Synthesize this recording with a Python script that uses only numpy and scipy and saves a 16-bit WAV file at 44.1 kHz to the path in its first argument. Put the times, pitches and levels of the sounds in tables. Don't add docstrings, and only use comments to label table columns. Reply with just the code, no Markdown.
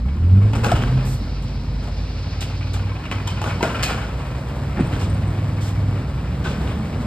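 import sys
import numpy as np
from scipy import signal
from scipy.fft import rfft, irfft
from scipy.io import wavfile

SR = 44100
rng = np.random.default_rng(int(sys.argv[2]) if len(sys.argv) > 2 else 0)


def output_pcm(signal):
    pcm = np.clip(np.atleast_2d(signal).T, -1, 1) * 32767
    wavfile.write(sys.argv[1], SR, np.round(pcm).astype(np.int16))


N = 311346
TIME, FREQ = np.arange(N) / SR, np.fft.rfftfreq(N, 1 / SR)

# start_s, rumble_db, roar_db, rattle_db
TRAFFIC = [(0, -37, -44.5, -49), (1.7, -30.5, -43, -56.5), (2.8, -34, -42.5, -42), (4.4, -32.5, -37, -46.5),
           (6.2, -30, -39, -45.5), (7.06, -27.5, -36, -46.5)]
# peak_s, build_db_per_s (before layer steepness), rumble_db, roar_db, rattle_db
SHUDDERS = [(0.721, 32, -22.5, -30.5, -33.5), (3.78, 17, -27.5, -34.5, -31), (4.92, 51, -24.5, -34.5, -51),
            (6.62, 39, -24, -36, -56)]
SETTLE_DB_PER_S, RUMBLE_STEEPNESS, LOOSE_STEEPNESS = 24, 0.53, 1.42
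# pitch_hz, relative level_db
RUMBLE_TONE = [(20, -41), (35, -6.5), (55, 8), (85, 6), (140, 3.5), (200, -2), (255, -3), (330, -13.5),
               (600, -25.5), (1500, -79.5)]
# pitch_hz, relative level_db
ROAR_TONE = [(150, -12.5), (350, 4), (550, 5), (800, -0.5), (1300, -3), (1900, -8), (2700, -12.5),
             (3800, -15), (5200, -20), (6300, -23), (8500, -24), (13000, -33), (16000, -44)]

# start_s, pitch_hz (base of its partials), level_db
DRONE = [(3.4, 66.4, -47), (4.6, 67.25, -31.5), (5.3, 70.03, -36), (6.5, 67.1, -30.5), (7.06, 73, -71)]
# start_s, pitch_hz, level_db
TYRES = [(5.6, 172, -54), (6.25, 178, -34), (6.7, 203, -36.5), (7.06, 238, -31)]
# multiple of crank rate, relative level_db
CAR_ORDERS = [(1, -7), (2, 2.5), (3, -17), (4, -13.5), (5, -20), (6, -22.5), (7, -28.5), (8, -28),
              (9, -30.5)]
# pitch_hz, width_hz, lift_db
CAR_PIPE = [(96.8, 20, 12), (127.1, 4.3, 12), (192.3, 18, 15), (231, 12, 9), (253.7, 14.5, 9),
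            (349, 25, 7.5), (448, 83, 12)]
CAR_FLUTTER = .24
CAR_START_HZ, CAR_TOP_HZ, CAR_CLIMB_S = 55.06, 145.95, .6
CAR_DB, CAR_RECEDE_DB_PER_S = -20.5, 11
CAR_OPEN_S, CAR_OPEN_DB_PER_S = .3, 17
CAR_LIFT_S, CAR_LIFT_DB_PER_S = 1.12, 88

# start_s, four-stroke cycle rate_hz
CYCLE = [(0, 8.2), (.6, 13.3), (.9, 15.6), (1.1, 16.4), (1.8, 16.7), (2.6, 18.6), (3.1, 20.5), (3.3, 19),
         (4.4, 19), (5.5, 20.3), (5.9, 19.8), (6.15, 18.9), (6.5, 19.7), (7.06, 20.6)]
# multiple of cycle rate, relative level_db
ORDERS_DB = [(4, -33.5), (6, -28.5), (7, -37), (8, -33.5), (9, -34.5), (10, -46), (11, -42.5), (12, -44.5),
             (13, -40.5), (15, -38.5), (17, -47.5), (25, -48.5), (30, -48.5)]
# pitch_hz, width_hz, lift_db
PIPE = [(46.8, 22.2, 15), (97.4, 14.3, 14.5)]
# start_s, end_s, level_db
THROTTLE = [(.7, 2.9, -1), (3.15, 3.56, -3.5), (4.55, 4.95, -11.5), (5.08, 5.92, 1)]
COAST_DB, THROTTLE_DB_PER_S = -16.5, 85
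THIRD_DB, FIFTH_DB, ORDERS_LOAD_DB = -40, -36.5, -8.5
THIRD_FOLLOW, ORDERS_FOLLOW = 0.11, 0.29
NEARING_DB_PER_S = 0.94
ORDERS_FLUTTER = .2
# pitch_hz, relative level_db
CLATTER_TONE = [(300, -2), (600, 3.5), (950, 6.5), (1400, -11), (2300, -0.5), (3300, -20), (8000, -38.5)]
CLATTER_DB, CLATTER_FOLLOW, CLATTER_DECAY_TURNS = -5, .15, .25
# start_s, shaft pitch_hz, level_db
GEARS = [(4.8, 106, -75), (5.2, 115.3, -40), (5.65, 123, -49), (6, 132, -42), (6.4, 126, -65)]

# start_s, end_s, oil hiss level_db
STROKES = [(.9, 1.55, -45.5), (2.05, 2.65, -43.5), (3.3, 3.6, -45.5)]
OIL_IDLE_DB, VALVE_DB_PER_S = -53.5, 16.5
# pitch_hz, relative level_db
OIL_TONE = [(800, -30.5), (2400, 4.5), (3400, 0), (4300, 5.5), (5200, 3), (6300, -6.5), (9000, -38),
            (15000, -50)]
# centre_s, level_db, pitch_hz
SQUEAKS = [(4.807, -50, 8250), (4.873, -52, 8550), (5.04, -52, 8323), (5.103, -48, 8500),
           (5.146, -49, 8400), (5.279, -54, 8400)]
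# pitch_hz, lift_db
TAP_TINT = [(150, -33.0), (700, 3.0), (2500, 5.5), (7000, -10.5)]
# start_s, level_db, length_s (until it starts to fade), brightness_db_per_octave
PUFFS = [(1.046, -43, 0.097, 6), (1.422, -48.5, 0.0065, 0), (2.406, -33, 0.015, -2),
         (2.733, -36.5, 0.0099, -1.5), (3.269, -35, 0.04, -5), (4.992, -40.5, 0.05, -4),
         (5.606, -42, 0.086, 0), (6.437, -26.5, 0.083, -6.5)]
# pitch_hz, relative level_db
PUFF_TONE = [(400, -12.5), (1500, -12), (3000, 12.5), (8000, 7), (12500, -1.5), (16000, -17)]

# start_s, level_db, pitch_hz, t60_s, share of neighbouring modes
THUDS = [(.659, -9.5, 204, 0.074, 0.46), (.719, -1, 690, 0.037, 0.16), (.737, -8.5, 103.7, .18, 0.24),
         (3.607, -14, 947, .035, .4), (3.628, -17, 634, 0.22, 0.51), (4.775, -12.5, 209, 0.12, 0.72),
         (4.833, -6, 114.4, .08, 0.23)]
JOLT_S = 4.797
# level_db, pitch_hz, t60_s, share of neighbouring modes
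BODY = [(-11.5, 86, 0.2, 0.14), (-12, 170, 0.17, 0.33), (-7.5, 255, 0.11, 0.15), (-13.5, 325, .11, 0.41)]
# start_s, level_db, pitch_hz, t60_s
CLANGS = [(.688, -27, 1382, 0.11), (1.869, -36.5, 685, 0.11), (2.415, -47, 3090, 0.2),
          (3.116, -35, 865, 0.26), (3.116, -35.5, 1090, 0.28), (3.123, -33, 2340, 0.099),
          (3.275, -30.5, 950, 0.14), (3.275, -35, 3120, 0.24), (3.459, -30.5, 1430, 0.11),
          (3.628, -22, 1379, .17), (3.628, -28, 880, 0.12), (3.834, -29, 2485, 0.28),
          (3.834, -34, 4160, .16), (6.451, -27, 1485, 0.16)]
CLANG_SPLIT_HZ, CLANG_SIDE_DB = 38.8, 1
# start_s, level_db
SNAPS = [(.638, -33), (.717, -49), (3.114, -37.5), (3.275, -35), (3.625, -31), (3.836, -17.5)]
SNAP_T60_S, SNAP_BRIGHT_DB = 0.041, 3.5
# start_s, level_db, body_db, treble_db, rise_s, t60_s, strongest ring pitch_hz
BANGS = [(.533, -25, -2, -9, 0.0008, 0.19, 915), (.553, -28, 4, 1.5, 0.0016, 0.22, 1490),
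         (.632, -20, 2.5, -0.5, 0.006, 0.32, 1490), (.644, -18, 3, -6, .0015, 0.12, 860),
         (.659, -21, 9, 2, 0.0014, 0.1, 460), (.686, -25, 4, -1, .002, 0.16, 1420),
         (.702, -26.5, 4, -4, .002, .16, 1400), (.716, -20, -0.5, -3, 0.0009, 0.11, 1420),
         (.753, -25.5, 0, -4, .002, .24, 3150), (.773, -33, 16, -8, .0015, 0.17, 1300),
         (.821, -27.5, -5.5, -10.5, 0.00089, 0.15, 1560), (1.825, -35, 1, -2, 0.0028, 0.21, 1470),
         (1.869, -32.5, 3, -2, 0.0043, 0.15, 690), (2.413, -28.5, -6, -8, 0.0037, 0.23, 2920),
         (2.609, -34, -6, -17, .001, .16, 2403), (2.735, -35, 7, -7, 0.0037, 0.27, 1560),
         (2.83, -39, -12, -16, 0.0071, 0.23, 1200), (3.053, -32.5, -20, -15, .001, 0.088, 2740),
         (3.114, -22.5, -5.5, -10, 0.00036, 0.052, 2850), (3.122, -27, -6, -8.5, 0.00089, 0.25, 2020),
         (3.273, -33, -12, 5, 0.0011, 0.14, 3180), (3.415, -25.5, 5.5, 1.5, 0.00093, 0.2, 845),
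         (3.44, -26, 1, -4, 0.00066, 0.15, 1100), (3.458, -26, 5, -0.5, 0.0025, 0.36, 1420),
         (3.607, -25, 6, -10, .0008, 0.056, 880), (3.628, -19, 4, -3, 0.00072, 0.2, 2060),
         (3.648, -27.5, -1, -2.5, 0.0035, 0.44, 885), (3.748, -26.5, -1, -14, 0.0024, 0.13, 1340),
         (3.826, -18, -17, 1, 0.0031, 0.25, 4420), (3.89, -24, -2, -8, 0.0057, 0.39, 1420),
         (4.76, -30, -5, -28, .005, .25, 1747), (4.778, -29.5, 8, -10, 0.0034, 0.21, 870),
         (4.797, -29, -1, -12, .002, .25, 490), (4.918, -29, -7.5, -8, 0.0091, 0.32, 1350),
         (5.008, -30.5, 6, 3, .003, 0.2, 1550), (6.441, -25.5, 0.5, -8.5, 0.0067, .35, 3650),
         (6.459, -24.5, 7, -15, 0.0033, .09, 1440), (6.488, -33, 2, -9, 0.0017, 0.29, 440),
         (6.668, -33, -5, -14, 0.0037, 0.39, 3670)]
# pitch_hz, relative level_db
BANG_TONE = [(60, -28.5), (200, 4.5), (650, 1), (1400, -1.5), (1900, -8), (2800, -5.5), (4000, -13.5),
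             (5300, -16), (6200, -14.5), (8300, -17.5), (13000, -28.5), (16000, -44.5)]
# pitch_hz, width_hz, lift_db over the broad ring
STEEL = [(627, 41, -1), (903, 13, -8.5), (1330, 120, 1), (2530, 67, 2.5), (2740, 77, -1), (3046, 31, 6),
         (4020, 160, 3), (5120, 350, 6.5), (6820, 150, 4.5)]
CHATTER_DB, CHATTER_HZ = 3.5, 450
CRACK_DB, CRACK_RISE_S = 23, .002

# pitch_hz, t60_s
STREET_T60 = [(100, 0.43), (1000, 1), (4000, 0.89), (12000, 0.51)]
# pitch_hz, coherence (0 to 1)
LIKENESS = [(100, 1), (300, .99), (1000, 0.83), (2200, 0.79), (4500, 0.56), (6000, 0.85), (10000, 1)]
# pitch_hz, level_db
LEAN = [(100, -0.6), (280, -0.7), (550, 0.3), (1100, 3.8), (2200, 0.4), (4500, -1), (9000, 0.3)]
# pitch_hz, left lead in radians
PORT_PHASE = [(0, 0), (150, -.06), (450, -.3), (1400, -.35), (1900, .35), (2400, 1.4), (3100, 1.4),
              (3800, .7), (5000, .9), (5950, 3.14), (7700, 6.1), (8300, 6.5), (9800, 9.1), (10800, 9.8),
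              (12000, 12.4), (13000, 12.8), (14200, 15.5), (16000, 15.8)]
EDGE_HZ = 15800


def amp(db):
    return 10 ** (np.asarray(db) / 20)


def unit(x):
    return x / np.sqrt(np.mean(x ** 2) + 1e-20)


def curve(rows, axis=1):
    rows = np.array(rows)
    return np.interp(TIME, rows[:, 0], rows[:, axis])


def read(points, hz):
    f, value = np.transpose(points)
    return np.interp(np.log(hz + 1), np.log(f + 1), value)


def add(mix, s, sound):
    part = mix[:, max(round(s * SR), 0):][:, :sound.shape[1]]
    part += sound[:, :part.shape[1]]


def waver(rate):
    return unit(irfft(rfft(rng.standard_normal(N)) / (1 + (FREQ / rate) ** 4), N))


def noise(shape_db, hz):
    a, b = rfft(rng.standard_normal((2, 2 * len(hz) - 2)))
    same = np.clip(read(LIKENESS, hz), 0, 1)
    right = same * a + np.sqrt(1 - same ** 2) * b
    return unit(irfft(np.array([a, right]) * amp(shape_db)))


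def order_tone(turns, multiple, flutter):
    sine = np.sqrt(2) * np.sin(2 * np.pi * (multiple * turns + rng.random()))
    return sine * (1 + flutter * waver(22.0))


def resonances(rows, hz):
    return sum(db / (1 + (2 * (hz - f) / width) ** 2) for f, width, db in rows)


def held(rows, rest_db, db_per_s):
    gains = [amp(db - db_per_s * abs(TIME - np.clip(TIME, start, end))) for start, end, db in rows]
    return 20 * np.log10(np.maximum(np.max(gains, 0), amp(rest_db)))


def throttle_db():
    return held(THROTTLE, COAST_DB, THROTTLE_DB_PER_S)


def shaken(steepness, axis):
    power = amp(curve(TRAFFIC, axis=axis)) ** 2
    for s, build, *levels in SHUDDERS:
        away_db = np.maximum(build * (s - TIME), SETTLE_DB_PER_S * (TIME - s))
        power = power + amp(levels[axis - 1] - steepness * away_db) ** 2
    return np.sqrt(power)


def steel(hz):
    return read(BANG_TONE, hz) + resonances(STEEL, hz)


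def spot(hz, count=24):
    delay, start = rng.random((2, count, 1))
    return unit(np.cos(2 * np.pi * (hz * (.001 + .007 * delay) + start)).sum(0))


def ringing(drive, shape_db):
    log_gain = np.log(unit(amp(shape_db)))
    circle = np.concatenate([log_gain, log_gain[-2:0:-1]])
    response = np.exp(np.conj(signal.hilbert(circle)))[:len(log_gain)]
    return irfft(rfft(drive) * response, drive.shape[1])


def street(x):
    hz = np.fft.rfftfreq(SR, 1 / SR)
    hz, t, z = signal.stft(noise(np.zeros(len(hz)), hz), SR, nperseg=256)
    decay = amp(-60 * t / read(STREET_T60, hz)[:, None])
    onset = np.minimum(t / 0.0077, 1)
    tail = signal.istft(z * decay * onset, SR, nperseg=256)[1]
    return signal.fftconvolve(x, tail / np.linalg.norm(tail[0]), axes=1)[:, :N]


def rumble():
    return noise(read(RUMBLE_TONE, FREQ), FREQ) * shaken(RUMBLE_STEEPNESS, axis=1)


def roar(turns):
    throb = 1 + 0.041 * np.cos(2 * np.pi * 6 * turns)
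    return noise(read(ROAR_TONE, FREQ), FREQ) * shaken(LOOSE_STEEPNESS, axis=2) * amp(0.83 * waver(24)) * throb


def approaching_car():
    turns = np.cumsum(curve(DRONE)) / SR
    drone = order_tone(turns, 0.99, flutter=0.12) + amp(1.0) * order_tone(turns, 2, flutter=0.31)
    tyre_turns = np.cumsum(curve(TYRES) * (1 + .012 * waver(25))) / SR
    tyres = order_tone(tyre_turns, 1, flutter=.2)
    return amp(curve(DRONE, axis=2)) * drone + amp(curve(TYRES, axis=2)) * tyres


def leaving_car():
    firing_hz = CAR_TOP_HZ + (CAR_START_HZ - CAR_TOP_HZ) * np.exp(-TIME / CAR_CLIMB_S)
    crank_hz = firing_hz / 2
    level = CAR_DB - CAR_RECEDE_DB_PER_S * TIME
    level -= CAR_LIFT_DB_PER_S * np.maximum(TIME - CAR_LIFT_S, 0)
    level -= CAR_OPEN_DB_PER_S * np.maximum(CAR_OPEN_S - TIME, 0)
    turns = np.cumsum(crank_hz * (1 + .006 * waver(13.5))) / SR
    note = 0
    for k, db in CAR_ORDERS:
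        gain = amp(db + resonances(CAR_PIPE, round(k) * crank_hz))
        note = note + gain * order_tone(turns, round(k), flutter=CAR_FLUTTER)
    return amp(level) * note


def truck_engine(turns):
    third, fifth = order_tone(turns, 3, flutter=.15), order_tone(turns, 5, flutter=.1)
    third_hz, fifth_hz = 3 * curve(CYCLE), 5 * curve(CYCLE)
    throttle = throttle_db()
    boom = amp(THIRD_DB + THIRD_FOLLOW * throttle + resonances(PIPE, third_hz)) * third
    boom += amp(FIFTH_DB + throttle + resonances(PIPE, fifth_hz)) * fifth
    weaker = sum(amp(db) * order_tone(turns, round(k), flutter=ORDERS_FLUTTER) for k, db in ORDERS_DB)
    return boom + amp(ORDERS_LOAD_DB + ORDERS_FOLLOW * throttle + NEARING_DB_PER_S * TIME) * weaker


def clatter(turns, count=6):
    firings = count * turns
    cylinder = amp(1.4 * rng.standard_normal(count))[firings.astype(int) % count]
    bursts = unit(cylinder * np.exp(-(firings % 1) / CLATTER_DECAY_TURNS))
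    level = CLATTER_DB + curve(TRAFFIC, axis=2) + CLATTER_FOLLOW * throttle_db()
    return amp(level) * bursts * noise(read(CLATTER_TONE, FREQ), FREQ)


def gears():
    turns = np.cumsum(curve(GEARS)) / SR
    whine = order_tone(turns, 2, flutter=.25) + .6 * order_tone(turns, 3, flutter=.25)
    return amp(curve(GEARS, axis=2)) * whine


def hydraulic_oil():
    level = held(STROKES, OIL_IDLE_DB, VALVE_DB_PER_S) + 0.98 * waver(25)
    return noise(read(OIL_TONE, FREQ), FREQ) * amp(level)


def squeaks(size=4096):
    out, hz = np.zeros((2, N)), np.fft.rfftfreq(size, 1 / SR)
    swell = np.exp(-((np.arange(size) - size / 2) / SR / 0.0075) ** 2)
    for s, db, pitch in SQUEAKS:
        chirp = noise(-20 * np.log10(1 + ((hz - pitch) / 220) ** 2), hz)
        add(out, s - size / 2 / SR, amp(db) * swell * chirp)
    return out


def rattle(rate=45, count=20, size=4096):
    out, t, hz = np.zeros((2, N)), np.arange(size) / SR, np.fft.rfftfreq(size, 1 / SR)
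    tint_db = read(TAP_TINT, hz)
    for _ in range(count):
        tap = noise(steel(hz) + tint_db + 5 * spot(hz), hz) * amp(-60 * t / 0.19)
        chance, strength = rng.random((2, N))
        hits = (chance < rate / count / SR) * amp(10 * strength)
        out += signal.oaconvolve(hits[None], tap, axes=1)[:, :N]
    return unit(out) * shaken(LOOSE_STEEPNESS, axis=3)


def puffs(size=16384):
    out, t, hz = np.zeros((2, N)), np.arange(size) / SR, np.fft.rfftfreq(size, 1 / SR)
    for s, db, length, bright_db in PUFFS:
        jet = noise(read(PUFF_TONE, hz) + bright_db * np.log2(hz + 1), hz)
        opening = np.minimum(t / (0.089 * length), 1)
        fade = np.exp(-np.maximum(t - length, 0) / 0.024)
        add(out, s, amp(db) * jet * opening * fade)
    return out


def thuds(size=16384, count=6):
    out, t = np.zeros((2, N)), np.arange(size) / SR
    for s, db, hz, t60, share in THUDS + [(JOLT_S, *mode) for mode in BODY]:
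        modes = hz * np.linspace(.6, 1.4, count) * (1 + 0.024 * rng.standard_normal(count))
        cluster = np.sin(2 * np.pi * (modes[:, None] * t + rng.random((count, 1)))).sum(0) / np.sqrt(count)
        ring = (1 - share / 2) * np.sin(2 * np.pi * hz * t) + share * cluster
        add(out, s, (amp(db - 60 * t / t60) * ring * (1 - np.exp(-t / 0.0018)))[None])
    return out


def clangs(size=16384, count=4):
    out, t = np.zeros((2, N)), np.arange(size) / SR
    for s, db, hz, t60 in CLANGS:
        near_hz = hz + CLANG_SPLIT_HZ * rng.standard_normal((count, 1))
        near = np.sin(2 * np.pi * (near_hz * t + rng.random((count, 1)))).sum(0)
        ring = unit(np.sin(2 * np.pi * hz * t) + amp(CLANG_SIDE_DB) * near)
        add(out, s, (amp(db - 60 * t / t60) * ring * (1 - np.exp(-t / 0.00085)))[None])
    return out


def snaps(size=4096):
    out, t, hz = np.zeros((2, N)), np.arange(size) / SR, np.fft.rfftfreq(size, 1 / SR)
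    for s, db in SNAPS:
        burst = noise(steel(hz) + SNAP_BRIGHT_DB * np.log2(hz + 1), hz)
        add(out, s, amp(db - 60 * t / SNAP_T60_S) * burst)
    return out


def bangs(size=16384):
    out, t, hz = np.zeros((2, N)), np.arange(size) / SR, np.fft.rfftfreq(size, 1 / SR)
    chatter = unit(amp(CHATTER_DB * waver(CHATTER_HZ)))
    for s, db, body_db, treble_db, rise, t60, ring_hz in BANGS:
        colour_db = read([(900, body_db), (2300, 0), (7000, treble_db)], hz)
        colour_db += 7 / (1 + ((hz / ring_hz - 1) / .06) ** 2)
        colour_db += 1.9 * spot(hz)
        fall = (amp(-60 * t / t60) + 0.28 * np.exp(-t / 0.003)) * (1 - np.exp(-t / rise))
        contacts = noise(np.zeros(len(hz)), hz) * fall * chatter[round(s * SR):][:size]
        contacts[:, round(rise * SR)] += amp(CRACK_DB) * np.exp(-rise / CRACK_RISE_S)
        add(out, s, amp(db) * ringing(contacts, steel(hz) + colour_db))
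    return out


def scene():
    turns = np.cumsum(curve(CYCLE) * (1 + .001 * waver(5))) / SR
    traffic = rumble() + roar(turns) + approaching_car() + leaving_car()
    truck = truck_engine(turns) + clatter(turns) + gears() + hydraulic_oil()
    arm = squeaks() + rattle() + puffs() + clangs() + snaps() + bangs()
    knocks = thuds()
    echoes = street(amp(-11.0) * arm + amp(-17.0) * knocks)
    return traffic + truck + arm + knocks + echoes


def record(dry):
    hz = np.fft.rfftfreq(2 * N, 1 / SR)
    phase = np.interp(hz, *np.transpose(PORT_PHASE)) / 2
    left = amp(read(LEAN, hz) / 2) * np.exp(1j * phase)
    low_cut = 1 - 1 / (1 + (hz / 32) ** 8)
    heard = irfft(rfft(dry, 2 * N) * np.array([left, 1 / left]) * low_cut)[:, :N]
    band_limit = signal.firwin(511, EDGE_HZ, window=("kaiser", 9), fs=SR)
    return signal.oaconvolve(heard, band_limit[None], "same")


dry = scene()
out = record(dry)
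output_pcm(out)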